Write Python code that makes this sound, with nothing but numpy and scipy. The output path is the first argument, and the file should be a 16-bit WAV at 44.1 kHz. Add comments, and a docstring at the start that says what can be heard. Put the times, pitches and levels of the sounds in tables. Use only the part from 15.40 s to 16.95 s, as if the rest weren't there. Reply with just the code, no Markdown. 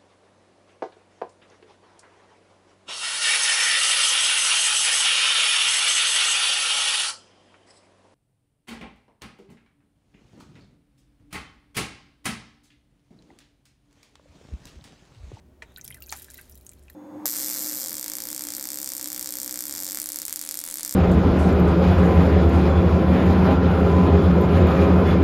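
"""In a quiet kitchen with a low hum, water is poured from a plastic container onto rice in a metal
cooker pot. The container knocks softly, its modes ringing briefly; the first drops tick on the grains
and trap small air bubbles, which resonate. After one sharp clack the stream soaks in with a fine
crackle that thins out as the flow drops. The pot adds short echoes to the sound of the water."""
import sys
import numpy as np
from scipy import signal
from scipy.fft import rfft, irfft, next_fast_len
from scipy.io import wavfile

SR = 44100
rng = np.random.default_rng(int(sys.argv[2]) if len(sys.argv) > 2 else 0)


def materialize(psi):
    """Save the field psi as 16-bit PCM at rate SR to the path in sys.argv[1].

    A 1-D psi becomes a single channel; in a 2-D psi each row is a channel.
    """
    bounded = np.clip(np.atleast_2d(psi).T, -1, 1)
    quanta = np.round(bounded * 32767).astype(np.int16)
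    wavfile.write(sys.argv[1], SR, quanta)


N = 68355

GUSH_S = (0.35, 0.49, 0.61)   # the full stream lands: start, peak, end


def from_db(db):
    """Amplitude ratio of a level: a factor of ten per 20 dB."""
    return 10 ** (np.asarray(db) / 20)


def rms_one(x):
    """Normalisation to unit mean power."""
    return x / np.sqrt(np.mean(x ** 2) + 1e-20)


def level_at(spectrum, hz):
    """Interpolation of a spectrum's level on a logarithmic frequency axis."""
    f, db = np.transpose(spectrum)
    return np.interp(np.log(hz + 1), np.log(f), db)


def noise(spectrum):
    """Spectral shaping of white noise, rms 1."""
    size = next_fast_len(N)
    gain = from_db(level_at(spectrum, np.fft.rfftfreq(size, 1 / SR)))
    return rms_one(irfft(rfft(rng.standard_normal(size)) * gain, size)[:N])


def decay(t, t60):
    """Exponential damping by 60 dB in t60."""
    return np.exp(-np.log(1000) * t / t60)


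def onset(t, attack_s):
    """Exponential approach to full amplitude."""
    return 1 - np.exp(-t / attack_s)


def swell(times, peak_db):
    """Triangular amplitude envelope through start, peak and end times."""
    return from_db(peak_db) * np.interp(np.arange(N) / SR, times, [0, 1, 0])


def add(out, start_s, sound):
    """Superposition of a delayed sound."""
    i = max(int(start_s * SR), 0)
    out[i:i + len(sound)] += sound[:N - i]


def wavering(hz, depth=0.69, bandwidth_hz=10):
    """Slow random modulation of a tone's amplitude and phase, rms 1."""
    lowpass = signal.butter(2, bandwidth_hz, fs=SR, output="sos")
    slow = signal.sosfilt(lowpass, rng.standard_normal((2, 2 * N)))[:, N:]
    in_phase, quadrature = depth * rms_one(slow)
    phase = 2 * np.pi * hz * np.arange(N) / SR
    return rms_one((1 + in_phase) * np.sin(phase) + quadrature * np.cos(phase))


def bursts(flow, spectrum, pitches, peak_per_s, cycles, spread_db):
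    """Shot noise: random impulses ring resonators, more rarely in weak flow; the rms follows the flow."""
    activity = np.maximum(flow / flow.max(), .02) ** 1.1
    sizes = from_db(spread_db * np.minimum(rng.exponential(1, N), 3)) * rng.choice([-1, 1], N)
    occurs = rng.random(N) < activity * peak_per_s / SR
    impulses = sizes * flow / np.sqrt(activity) * occurs
    pitch_index = rng.integers(0, len(pitches), N)
    out = np.zeros(N)
    for k, hz in enumerate(pitches):
        radius, angle = decay(1 / SR, cycles / hz), 2 * np.pi * hz / SR
        resonator = [1, 0, -1, 1, -2 * radius * np.cos(angle), radius * radius]
        ringing = signal.sosfilt([resonator] * 2, impulses * (pitch_index == k) + 1e-18)
        out += from_db(level_at(spectrum, hz)) * (1 - radius) * ringing
    return rms_one(out) * np.sqrt(np.mean(flow ** 2))


def impact(start_s, level_db, modes, tail_spectrum, tail_db, tail_t60, attack_s):
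    """Modal vibration: a contact excites damped modes and leaves a diffuse tail in the pot."""
    out, t = np.zeros(N), np.arange(N) / SR
    ring = sum(from_db(db) * np.sin(2 * np.pi * hz * t) * decay(t, t60) for hz, db, t60 in modes)
    tail = from_db(tail_db) * noise(tail_spectrum) * decay(t, tail_t60)
    add(out, start_s, from_db(level_db) * (ring + tail) * onset(t, attack_s))
    return signal.sosfilt(signal.butter(2, 740, "high", fs=SR, output="sos"), out)


def kitchen():
    """Ambient noise: the line spectrum of a wavering hum over the continuous spectrum of the room."""
    # fainter tones of the hum: f/Hz, level/dB
    hum_lines = [(111, -78), (253, -74.5), (374, -70), (609, -77)]
    # room noise: f/Hz, relative spectral level/dB
    room_spectrum = [(20, -19), (40, 4), (60, 6), (90, -0.5), (115, 2.5), (170, -0.5), (260, -0.5),
                     (320, -4), (380, -5.5), (480, -8), (630, -10), (900, -16.5), (2000, -23.5),
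                     (5000, -31.5), (15000, -35.5)]
    hum = from_db(-55.5) * wavering(hz=69.5) + sum(from_db(db) * wavering(hz) for hz, db in hum_lines)
    return hum + from_db(-58.5) * noise(room_spectrum)


def pot_reverberation(water):
    """Convolution with wall reflections, the pot's air modes and the diffuse tails of pot and kitchen."""
    # wall reflections: delay t/s, level/dB re direct sound
    echoes = [(.0013, -26), (.0021, -14), (.0051, -13), (0.009, -21.5)]
    # cavity modes: f/Hz, level/dB re direct sound, t60/s
    air_modes = [(905, 1, 0.048), (1590, -8.5, 0.096), (1750, -5, 0.085), (2095, -8, 0.077),
                 (2640, -6, 0.099)]
    t = np.arange(SR // 3) / SR
    response = np.zeros(len(t))
    response[0] = 1
    for delay, db in echoes:
        add(response, delay, from_db([db]))
    for hz, db, t60 in air_modes:
        envelope = decay(t, t60)
        response += 2 * from_db(db) * np.cos(2 * np.pi * hz * t) * envelope / envelope.sum()
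    for db, t60 in (-12, 0.033), (-12.5, 0.12):   # pot, kitchen
        tail = rng.standard_normal(len(t)) * decay(t, t60)
        response += from_db(db) * tail / np.linalg.norm(tail)
    return signal.fftconvolve(water, response)[:N]


def trickle():
    """Flow noise of the first thin stream over the container's lip."""
    # trickle: f/Hz, relative spectral level/dB
    spectrum = [(500, 5.5), (900, 1), (2000, -2.5), (2800, -10), (3400, -4), (3800, 2.5), (4400, -24),
                (6500, -9.5), (9000, -23), (16000, -23)]
    return swell(times=(0.2, 0.311, 0.36), peak_db=-60) * noise(spectrum)


def gush():
    """Low-frequency impact noise as the full stream lands."""
    # rumble: f/Hz, relative spectral level/dB
    spectrum = [(50, -28), (90, -17), (130, 2), (200, -12), (350, -22), (700, -26.5), (2000, -38)]
    return swell(GUSH_S, peak_db=-56) * noise(spectrum)


def splatter():
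    """Resonance of small bubbles thrown up where the full stream lands."""
    # bubble strength by pitch: f/Hz, relative level/dB
    spectrum = [(1300, -11.5), (2200, 8), (3400, 6), (5000, 0), (8000, 3)]
    flow = swell(GUSH_S, peak_db=-63)
    return bursts(flow, spectrum, np.geomspace(1300, 8000, 24), peak_per_s=500, cycles=39, spread_db=3.5)


def knock():
    """Free vibration of the container after a soft contact."""
    # modes of the knock: f/Hz, relative level/dB, t60/s
    modes = [(451, -10, 0.12), (630, -9.5, 0.075), (917, -15.5, 0.12), (1420, -0.5, 0.0092),
             (1886, 2.5, 0.023), (2010, -5, .025), (2370, -3, 0.022), (3217, -7.5, 0.023),
             (4160, -12, 0.027)]
    # diffuse tail: f/Hz, relative spectral level/dB
    tail = [(300, -6), (900, -5), (2000, 6.5), (4000, -11), (8000, -12.5), (16000, -36)]
    start_s, level_db = 0.2212, -32
    return impact(start_s, level_db, modes, tail, tail_db=-8, tail_t60=0.075, attack_s=0.00088)


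def clack():
    """Impulsive excitation: a hard contact gives a pressure spike with a rebound and rings high modes."""
    # modes of the clack: f/Hz, relative level/dB, t60/s
    modes = [(814, -19, 0.1), (891, -9.5, 0.058), (1180, -18, 0.041), (1300, -17, 0.021),
             (1590, -16, 0.051), (2335, -2, 0.0082), (4720, -7.5, 0.0084), (5740, -0.5, 0.0045),
             (6700, 9, 0.0044), (8200, 0, 0.0046), (12600, 3, 0.0037)]
    # diffuse tail: f/Hz, relative spectral level/dB
    tail = [(250, -19), (520, -3), (800, 7.5), (2000, 2.5), (3200, -8), (6500, -3.5), (9000, -15),
            (16000, -22)]
    start_s, level_db, spike_period_s = 0.7252, -26, 0.00063
    out = impact(start_s, level_db, modes, tail, tail_db=-9, tail_t60=0.11, attack_s=0.00006)
    t = np.arange(SR // 200) / SR
    spike = from_db(-17.5) * np.cos(2 * np.pi * t / spike_period_s) * decay(t, t60=0.00089)
    add(out, start_s, spike)
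    return out


def soaking():
    """Shot noise of water running between the grains and tiny bubbles escaping, over a smooth fizz."""
    # envelope of the flow: t/s, relative level/dB
    flow_levels = [(0, -110), (.26, -84), (.35, -64), (.45, -69), (.58, -65), (.68, -58), (0.739, -47.5),
                   (0.821, -48.5), (0.881, -55), (.96, -51.5), (1.048, -55), (1.18, -64), (1.36, -64),
                   (1.55, -65)]
    # crackle strength by pitch: f/Hz, relative level/dB
    crackle_spectrum = [(1500, -42), (3000, -14), (4500, -14), (7000, -8), (10000, 8.5), (13000, 8.5),
                        (16000, -10)]
    # escaping bubbles by pitch: f/Hz, relative level/dB
    seep_spectrum = [(1500, -3.5), (2800, -14), (4000, 1.5), (6500, -6), (9000, 4.5)]
    # fizz: f/Hz, relative spectral level/dB
    fizz_spectrum = [(400, -0.5), (1000, 2.5), (1800, 5), (2800, 5), (4000, 5.5), (7000, 3), (12000, 1.5),
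                     (16000, -29)]
    flow = from_db(np.interp(np.arange(N) / SR, *np.transpose(flow_levels)))
    crackle_hz, seep_hz = np.linspace(1500, 15500, 28), np.geomspace(1600, 9000, 30)
    crackle = bursts(flow, crackle_spectrum, crackle_hz, peak_per_s=2400, cycles=5.3, spread_db=7)
    seep = bursts(flow, seep_spectrum, seep_hz, peak_per_s=990, cycles=21, spread_db=3.5)
    fizz = flow * noise(fizz_spectrum)
    return from_db(-2.5) * crackle + from_db(-11.5) * seep + from_db(-9.5) * fizz


def drops():
    """Impact transients: each drop gives a heavily damped tick and a brief spray in the same band."""
    # drops hitting the grains: t/s, f/Hz, relative level/dB
    hits = [(0.3735, 8400, -30), (0.4134, 7600, -33.5), (0.4464, 8300, -29), (.4502, 11600, -30),
            (.4525, 10500, -50), (.464, 9600, -35), (0.4783, 9700, -19), (.543, 9500, -31.5),
            (0.5451, 10400, -25.5), (0.6231, 12600, -23.5), (0.6687, 11500, -40), (.6857, 12700, -34.5),
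            (0.7055, 12000, -25.5), (0.717, 9100, -20), (0.745, 10400, -47), (0.7639, 11000, -29),
            (.7735, 10300, -30.5), (0.788, 11200, -28.5), (0.7965, 10500, -34), (0.8234, 11600, -30),
            (.829, 11500, -30), (.845, 11500, -26), (0.9022, 7400, -29), (0.9093, 12000, -28),
            (.9429, 12400, -22.5), (0.9725, 11600, -28.5), (0.978, 11500, -30), (1.012, 11600, -33.5),
            (1.055, 10700, -45), (1.0966, 12900, -34.5), (1.1226, 9500, -40), (1.1545, 13000, -31.5),
            (1.176, 10500, -35), (1.211, 13500, -37), (1.2316, 12200, -46), (1.2655, 11400, -31.5),
            (1.316, 12600, -36), (1.334, 11600, -34), (1.3937, 10200, -42), (1.427, 9000, -45),
            (1.455, 12400, -54), (1.5004, 12700, -34)]
    gain_db, tick_cycles = 8, 7
    out, t = np.zeros(N), np.arange(SR // 50) / SR
    for start_s, hz, db in hits:
        band = signal.butter(1, [hz / 2, min(hz * 2.06, .45 * SR)], "band", fs=SR, output="sos")
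        hiss = rms_one(signal.sosfilt(band, rng.standard_normal(len(t))))
        spray = from_db(-17.5) * hiss * decay(t, t60=0.0094)
        tick = np.cos(2 * np.pi * hz * t) * decay(t, tick_cycles / hz)
        add(out, start_s, from_db(db + gain_db) * (tick + spray) * onset(t, attack_s=0.0001))
    return signal.sosfilt(signal.butter(2, 1500, "high", fs=SR, output="sos"), out)


def bubbles():
    """Bubble resonance: trapped air pulsates as a damped oscillator whose pitch rises slightly."""
    # trapped bubbles: t/s, f/Hz, level/dB, cycles to decay by 60 dB
    trapped = [(0.362, 3900, -28, 23.7), (0.3738, 1500, -45, 116), (0.3825, 1790, -41, 38),
               (0.3828, 12600, -26.5, 35), (0.3952, 2160, -37, 11), (0.4124, 6480, -30, 60),
               (0.4129, 6100, -29.5, 29), (0.442, 13300, -27, 30), (0.4449, 12500, -18.5, 23),
               (0.4516, 8840, -27, 37), (0.448, 3360, -47.5, 45), (0.4603, 5300, -38.5, 35),
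               (0.467, 8500, -39, 37), (0.4794, 10700, -31, 71), (.5038, 11350, -26, 52),
               (.5078, 2127, -34, 51), (.5142, 10250, -24.5, 29), (.525, 3140, -38, 52),
               (.5455, 2040, -41, 52), (0.5676, 1750, -46, 39), (0.582, 1560, -50, 44),
               (.6044, 14700, -30, 48), (.606, 1310, -58.5, 87), (0.6216, 2744, -37.5, 45),
               (0.6324, 13800, -22.5, 26), (0.6388, 4480, -40.5, 57), (.662, 6400, -36.5, 27),
               (.668, 12200, -31.5, 46), (.678, 2490, -54, 140), (0.6934, 6450, -24.5, 18.5),
               (.697, 4260, -29, 44), (0.7324, 6000, -26, 24), (0.7587, 7140, -33, 33),
               (.8843, 1692, -43.5, 66), (.903, 1670, -48, 94), (0.944, 2090, -45.5, 47),
               (0.9566, 4100, -41, 43), (0.9808, 1980, -46, 66), (0.9873, 1720, -46.5, 82),
               (0.988, 2660, -43, 94), (0.9898, 1590, -42, 64), (.993, 2150, -44.5, 105),
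               (.999, 1677, -43.5, 110), (1.0962, 13700, -30, 18), (1.1241, 5680, -46, 72),
               (1.1451, 5870, -48, 39), (1.2658, 6600, -35, 68), (1.2665, 8700, -28, 23),
               (1.2929, 8200, -19.5, 13.7), (1.3168, 12000, -36, 16), (1.3218, 2330, -48.5, 17),
               (1.4825, 2550, -41.5, 26), (1.4986, 4070, -44, 35), (1.4992, 1820, -42.5, 27),
               (1.5008, 12900, -28, 29)]
    rise = 0.02   # share of the pitch gained over one ring
    out, t = np.zeros(N), np.arange(SR // 15) / SR
    for start_s, hz, db, cycles in trapped:
        t60 = cycles / hz
        pitch = hz * (1 + rise * np.minimum(t / t60, 1))
        phase = 2 * np.pi * np.cumsum(pitch) / SR
        add(out, start_s, from_db(db) * np.sin(phase) * decay(t, t60) * onset(t, attack_s=0.000079))
    return out


def scene():
    """Superposition of contacts, water and kitchen, heard from just above the pot."""
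    contacts = knock() + clack()
    stream = trickle() + gush()
    water = pot_reverberation(bubbles() + drops() + splatter() + soaking())
    return (contacts + stream + water + kitchen())[None]


def record(dry):
    """Band limiting by a steep low-pass filter at 16 kHz."""
    return signal.sosfilt(signal.ellip(10, .1, 80, 16000, fs=SR, output="sos"), dry)


dry = scene()
out = record(dry)
materialize(out)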